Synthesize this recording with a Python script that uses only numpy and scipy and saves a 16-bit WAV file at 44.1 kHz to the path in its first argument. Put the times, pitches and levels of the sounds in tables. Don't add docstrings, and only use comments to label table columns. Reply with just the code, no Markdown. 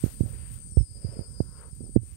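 import sys
import numpy as np
from scipy import signal
from scipy.fft import rfft, irfft, next_fast_len
from scipy.io import wavfile
from scipy.ndimage import uniform_filter1d, minimum_filter1d, map_coordinates

SR = 44100
rng = np.random.default_rng(int(sys.argv[2]) if len(sys.argv) > 2 else 0)


def to_wav(sig):
    pcm = np.clip(np.atleast_2d(sig), -1, 1) * 32767
    pcm = np.round(pcm).astype(np.int16)
    wavfile.write(sys.argv[1], SR, pcm.T)


def gain_from_decibels(decibels):
    exponent = np.asarray(decibels, float) / 20
    return 10 ** exponent


N = 95652
TIME = np.arange(N) / SR


def unit(x):
    return x / np.sqrt(np.mean(x ** 2) + 1e-20)


def curves(rows):
    s, *columns = np.transpose(rows)
    return [np.interp(TIME, s, column) for column in columns]


def wobble(rate):
    return map_coordinates(rng.standard_normal(N), [np.arange(N) * rate / SR])


def filtered(x, response):
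    m = next_fast_len(N + SR // 2)
    spectrum = rfft(x, m) * response(np.fft.rfftfreq(m, 1 / SR))
    return irfft(spectrum, m)[:N]


def noise(points):
    f, db = np.transpose(points)

    def gain(hz):
        return gain_from_decibels(np.interp(np.log(hz + 1), np.log(f), db, left=-120))
    return unit(filtered(rng.standard_normal(N), gain))


def tube(peaks):
    def gain(f):
        total = 0
        for centre, width, db in peaks:
            resonator = 1j * f * width / (centre * centre - f * f + 1j * f * width)
            total = total + gain_from_decibels(db) * resonator ** 2
        return total
    return unit(filtered(rng.standard_normal(N), gain))


def bell(hz, wide_hz):
    return lambda f: np.exp(-.5 * ((f - hz) / wide_hz) ** 2)


def band_noise(hz, wide_hz):
    return unit(filtered(rng.standard_normal(N), bell(hz, wide_hz)))


def tone(hz, db):
    phase = 2 * np.pi * np.cumsum(hz) / SR
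    return np.sqrt(2) * gain_from_decibels(db) * np.sin(phase)


def puffs(rows, hz, wide_hz):
    swell = sum(gain_from_decibels(db) * np.exp(-((TIME - s) / spread) ** 2) for s, db, spread in rows)
    return swell * band_noise(hz, wide_hz)


# f/Hz, level/dB
FIELD_TONE = [(20, -17), (80, -25), (200, -16.5), (450, -11.5), (900, -13.5), (3300, -17.5), (7000, -8),
              (12500, -10), (13500, -24), (15800, -14)]


def field():
    return gain_from_decibels(-61.5 + 1.2 * wobble(26)) * noise(FIELD_TONE)


# t/s, level/dB
CHORUS_LEVEL = [(0, -53.5), (.77, -52), (1.09, -57.5), (1.24, -55.5), (1.62, -58), (1.94, -52.5),
                (2.17, -59)]


def chorus():
    clicks_per_s = 1200
    db, = curves(CHORUS_LEVEL)
    clicks = (rng.random(N) < clicks_per_s / SR) * rng.standard_normal(N)
    clicks = clicks + 0.28 * rng.standard_normal(N)
    clicks *= gain_from_decibels(0.9 * wobble(40.36) + 1.22 * wobble(120))
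    near = unit(filtered(clicks, bell(8630, 442)))
    far = band_noise(4784, 300)
    far_db = -64 + 0.13 * (db + 52) - 2 * TIME + wobble(9.9)
    return gain_from_decibels(db + 7.5) * near + gain_from_decibels(far_db) * far


def span(rows):
    fade_in = np.clip((TIME - rows[0][0]) / 0.01, 0, 1)
    fade_out = np.clip((rows[-1][0] - TIME) / 0.01, 0, 1)
    return fade_in * fade_out


# t/s, f/Hz, level/dB
WHISTLE_PATH = [(.675, 5320, -71), (.81, 5270, -63), (.85, 5060, -67), (.9, 4950, -71), (.94, 4990, -70),
                (.972, 4930, -69), (1.012, 5010, -69), (1.05, 4895, -68), (1.09, 4920, -67),
                (1.13, 5020, -66), (1.175, 4890, -66), (1.25, 4915, -66), (1.3, 5085, -68),
                (1.355, 4945, -67), (1.412, 4900, -65), (1.435, 4960, -73), (1.53, 5030, -71),
                (1.58, 4905, -72), (1.62, 4890, -84)]


def whistle():
    plunge_hz, plunge_s = 1710, 0.028
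    buzz_hz, buzz_depth, buzz_from_s = 420, 1.05, .84
    hz, db = curves(WHISTLE_PATH)
    hz = hz + plunge_hz * np.exp(-np.abs(TIME - WHISTLE_PATH[0][0]) / plunge_s)
    buzz_onset = np.clip((TIME - buzz_from_s) / .05, 0, 1)
    buzz = buzz_depth * buzz_onset * tone(buzz_hz + 12 * wobble(15), -1.5 + 1.5 * wobble(30))
    voice = tone(hz + 3 * wobble(22) + 34 * wobble(260), db + 6 + 2.2 * wobble(110))
    throat, dip = bell(4905, 45), bell(4700, 70)
    return filtered(span(WHISTLE_PATH) * (1 + buzz) * voice, lambda f: 1 + 1.6 * throat(f) - 0.84 * dip(f))


# t/s, f/Hz, level/dB
RISE_PATH = [(.58, 6400, -78), (.61, 6350, -67), (.635, 6200, -72), (.67, 6600, -69), (.69, 7050, -65),
             (.72, 7350, -68), (.76, 7700, -76)]


def rising_whistle():
    hz, db = curves(RISE_PATH)
    return span(RISE_PATH) * tone(hz + 30 * wobble(120), db + 3 + 2 * wobble(60))


# t/s, length/s, start f/Hz, level/dB
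CHIRP_CALLS = [
    (1.707, .03, 5500, -63),
    (1.796, .024, 5150, -63),
    (1.826, .056, 5550, -62),
    (1.94, .022, 4950, -66),
]


def chirps():
    end_hz, blur_hz, flutter_db = 4750, 90, 4
    out = np.zeros(N)
    for s, length, hz, db in CHIRP_CALLS:
        u = np.clip((TIME - s) / length, 0, 1)
        flutter = gain_from_decibels(flutter_db * np.sin(TIME * 700 + 9 * u))
        pitch = hz + (end_hz - hz) * u + blur_hz * wobble(180)
        out += np.sin(np.pi * u) * flutter * tone(pitch, db)
    return out


# t/s, level/dB
RUMBLE_LEVEL = [(0, -47.5), (.3, -40), (.55, -45.5), (.9, -46.5), (1.39, -44.5), (1.51, -47), (1.76, -49),
                (1.85, -36), (2.0, -51), (2.17, -49.5)]
# f/Hz, level/dB
RUMBLE_COLOUR = [(20, -38), (45, 3.5), (90, 0), (140, -5.5), (250, -18.5), (500, -32.5), (900, -63),
                 (2000, -100)]


def rumble():
    db, = curves(RUMBLE_LEVEL)
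    return gain_from_decibels(db + 6.5 + 2.13 * wobble(30.04)) * noise(RUMBLE_COLOUR)


# t/s, level/dB, spread/s
HAND_SCUFFS = [
    (.075, -53.5, .04),
    (.26, -53.5, .035),
    (.79, -56, .025),
    (1.07, -63, 0.023),
    (1.21, -56, .02),
    (1.415, -60, .012),
    (1.86, -62, 0.038),
]


def scuffs():
    return puffs(HAND_SCUFFS, 480, 220) * gain_from_decibels(3 * wobble(120))


# t/s, level/dB, start f/Hz, life/s, pitch sag/(1/s)
HOUSING_SWINGS = [(0.039, -7.5, 81, .011, 7.7), (0.073, -27.5, 68, 0.027, 4.4),
                  (.208, -7.5, 84.6, 0.011, 4.6), (0.243, -22, 99, 0.023, 2),
                  (0.2898, -30.5, 103.4, 0.042, 3.2), (0.388, -29.5, 81, 0.028, 5.4),
                  (0.72, -27.5, 88.5, 0.016, 3.1), (0.7732, -4.5, 105, 0.029, 36),
                  (0.8082, -11, 97.6, 0.014, 35), (1.0511, -19, 84, 0.019, 3.3),
                  (1.0873, -24.5, 110, 0.014, 2.6), (1.194, -26, 102.6, 0.017, 2),
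                  (1.4044, -11, 87, 0.012, 6.6), (1.492, -27.5, 85, 0.011, 2),
                  (1.729, -26, 77.6, 0.011, 2.7), (1.84, -42.5, 101, 0.014, 3.2),
                  (1.9628, 12.5, 121, 0.0044, 180), (1.9733, -7.5, 113.4, 0.024, 1),
                  (2.122, -30, 75.7, 0.023, 3), (0.509, -31.5, 120.2, 0.055, 2.07),
                  (0.826, -19.5, 73.4, 0.015, 3), (2.016, -28, 92.5, 0.029, 1.5)]


def swings():
    rise_s, fade_power = 0.0016, 2.36
    out = np.zeros(N)
    for s, db, hz, life, sag in HOUSING_SWINGS:
        u = np.clip(TIME - s, 0, None)
        turns = hz * (1 - np.exp(-sag * u)) / sag
        envelope = np.exp(-(u / life) ** fade_power) * (1 - np.exp(-(u / rise_s) ** 2))
        out += gain_from_decibels(db) * np.sin(2 * np.pi * turns) * envelope
    return out


# t/s, level/dB, f/Hz
KNOCK_EDGES = [
    (0.0399, -50, 1200),
    (0.208, -56, 885),
    (0.772, -46.5, 1290),
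    (1.193, -54, 1110),
    (1.404, -51.5, 1500),
    (1.814, -63, 1200),
    (1.8655, -64, 1300),
    (1.9627, -37, 1760),
]


def snaps():
    width_ms = 1
    grit = noise([(700, 8), (1700, -12.5), (3000, -14.5), (16000, -39.5)])
    out = np.zeros(N)
    for s, db, hz in KNOCK_EDGES:
        envelope = np.exp(-.5 * ((TIME - s) * 1000 / width_ms) ** 2)
        out += gain_from_decibels(db) * envelope * (np.cos(2 * np.pi * hz * (TIME - s)) + 0.65 * grit)
    return out


# t/s, peak level/dB,
# width/ms, direction (sign), lobe before it (0-1)
HOUSING_KNOCKS = [(0.0405, -2, 0.75, -1, 0.27), (0.063, -14.5, 0.64, 1, 0), (0.2086, -7, 0.73, -1, .3),
                  (0.237, -15.5, 0.98, 1, 0.6), (0.261, -21.5, 0.74, -1, 0.1), (0.7723, -8, 0.57, -1, 0),
                  (0.7737, -13.5, 0.62, 1, 0.17), (0.804, -15.5, 1.6, 1, 0.1), (0.807, -26, 0.68, -1, 0),
                  (1.05, -16, 0.76, -1, 0.47), (1.0467, -17, 0.93, 1, 0), (1.17, -24, 0.81, -1, 0.4),
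                  (1.19, -30, 0.48, 1, 0.5), (1.1931, -15.5, 0.6, -1, 0), (1.205, -26, 0.53, 1, 0.3),
                  (1.212, -28, 0.5, -1, 0.7), (1.405, -6, 0.53, -1, 0.38), (1.808, -21, 0.77, 1, 0.27),
                  (1.8145, -26.5, 0.76, -1, 0.24), (1.841, -35, 0.52, -1, .3), (1.851, -36.5, .5, 1, .3),
                  (1.8653, -38, 0.49, 1, 0.2), (1.879, -40.5, 0.4, -1, .3), (1.895, -24.5, 0.86, 1, 0.35),
                  (1.957, -25, 0.88, -1, 0), (1.96, -13.5, 0.57, -1, 0.26), (1.9629, 6, 0.58, 1, 0.12),
                  (1.9641, 16, 0.69, -1, 0.06), (2.1686, -36, 0.075, 1, 0), (1.9705, -5.5, .8, -1, 0.3),
                  (1.9731, 7, 0.87, -1, 0), (2.034, -31, 0.73, 1, 0.5)]


def knocks():
    lead = 1.72

    def bump(u):
        return 1 / np.cosh(np.clip(0.77 * u, -40, 40)) ** 2
    out = np.zeros(N)
    for s, db, ms, way, lobe in HOUSING_KNOCKS:
        u = (TIME - s) * 1000 / ms
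        push = bump(u) - lobe * bump(0.76 * (u + lead))
        out += gain_from_decibels(db) * np.sign(way) * push
    return out


# t/s, level/dB, upper resonances level/dB
NOSE_BREATH = [(0, -78, 7), (.06, -59.5, 1.5), (.17, -70.5, -3), (.3, -55.5, -9), (.4, -64.5, -4.5),
               (.58, -72, 3), (.65, -79.5, 2), (.88, -78.5, -19), (.95, -63.5, -18), (1.12, -52.5, -16),
               (1.22, -53.5, -14), (1.3, -64, -5), (1.43, -64, -4.5), (1.48, -72.5, 6.5),
               (1.62, -54.5, -0.5), (1.69, -60, -3), (1.72, -80, 2), (2.17, -88, -21)]
# f/Hz, width/Hz, level/dB
NOSE_LOWER = [(290, 62, -2.5), (469, 203, 5)]
# f/Hz, width/Hz, level/dB
NOSE_UPPER = [(979, 120, 1), (1089, 136, 3.5), (1293, 420, 3)]


def nose():
    db, upper_db = curves(NOSE_BREATH)
    upper = gain_from_decibels(upper_db + 0.97 * wobble(60)) * tube(NOSE_UPPER)
    return gain_from_decibels(db + 0.74 * wobble(35.34)) * (tube(NOSE_LOWER) + upper)


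# t/s, level/dB, spread/s
STALK_CRACKS = [
    (1.215, -66, .012),
    (1.425, -67, .012),
    (1.752, -60, .005),
]


def stalks():
    return puffs(STALK_CRACKS, 11800, 1500)


# t/s, level/dB, spread/s
MUNCH_STROKES = [
    (.06, -61, 0.089),
    (.42, -59.5, 0.17),
    (1.121, -64, 0.13),
    (1.61, -65, 0.056),
    (2.12, -68.5, 0.069),
]


def munch():
    return puffs(MUNCH_STROKES, 2030, 1100)


# t/s, level/dB, rise/s, fall/s
GRASS_TEARS = [
    (0.059, -57, 0.071, 0.071),
    (0.289, -65, 0.12, 0.078),
    (0.541, -61, 0.032, 0.033),
    (2.099, -72, 0.043, 0.11),
]
# f/Hz, level/dB
GRASS_TONE = [(1500, -2), (3000, -2.5), (6000, -2), (10000, 5), (13000, 1), (15800, 0)]
# f/Hz, level/dB
COVERED_TONE = [(600, 0.5), (1000, 1), (2000, -2.5), (4000, -14.5), (9000, -38.5), (13400, 0.5),
                (15000, -26), (16000, -30)]


def grass():
    swell = np.zeros(N)
    for s, db, rise, fall in GRASS_TEARS:
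        side = np.where(TIME < s, rise, fall)
        swell += gain_from_decibels(db) * np.exp(-np.abs((TIME - s) / side) ** 0.78)
    open_port = swell * gain_from_decibels(13.0 + 1.5 * wobble(50)) * noise(GRASS_TONE)
    covered_port = (gain_from_decibels(-79.5) + gain_from_decibels(-20) * swell) * noise(COVERED_TONE)
    return open_port, covered_port


def scene():
    tearing, leak = grass()
    breath = nose()
    left = field() + chorus() + whistle() + rising_whistle() + chirps()
    left += breath + stalks() + munch() + tearing
    right = rumble() + scuffs() + swings() + snaps() + knocks()
    right += leak + gain_from_decibels(-14.0) * filtered(breath, bell(870, 600))
    return np.array([left, right])


def band_limit(x):
    return signal.sosfilt(signal.butter(12, 16460, fs=SR, output="sos"), x)


def record(dry):
    low_cut_hz, band_hz = 31.2, 15800
    ceiling, hold_s, release_db_s = .995, 0.017, 275

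    def band(f):
        return (f < band_hz) * f ** 4 / (f ** 4 + low_cut_hz ** 4)
    dry = np.array([filtered(x, band) for x in dry])
    over_db = np.clip(20 * np.log10(np.abs(dry).max(0) / ceiling + 1e-9), 0, None)
    hold, ahead = int(hold_s * SR), 60
    held = -minimum_filter1d(-over_db, size=hold + 2 * ahead, origin=(hold - 1) // 2)
    release = release_db_s * TIME
    cut_db = np.maximum.accumulate(held + release) - release
    mix = dry * gain_from_decibels(-uniform_filter1d(cut_db, size=ahead))
    return band_limit(mix)


dry = scene()
out = record(dry)
to_wav(out)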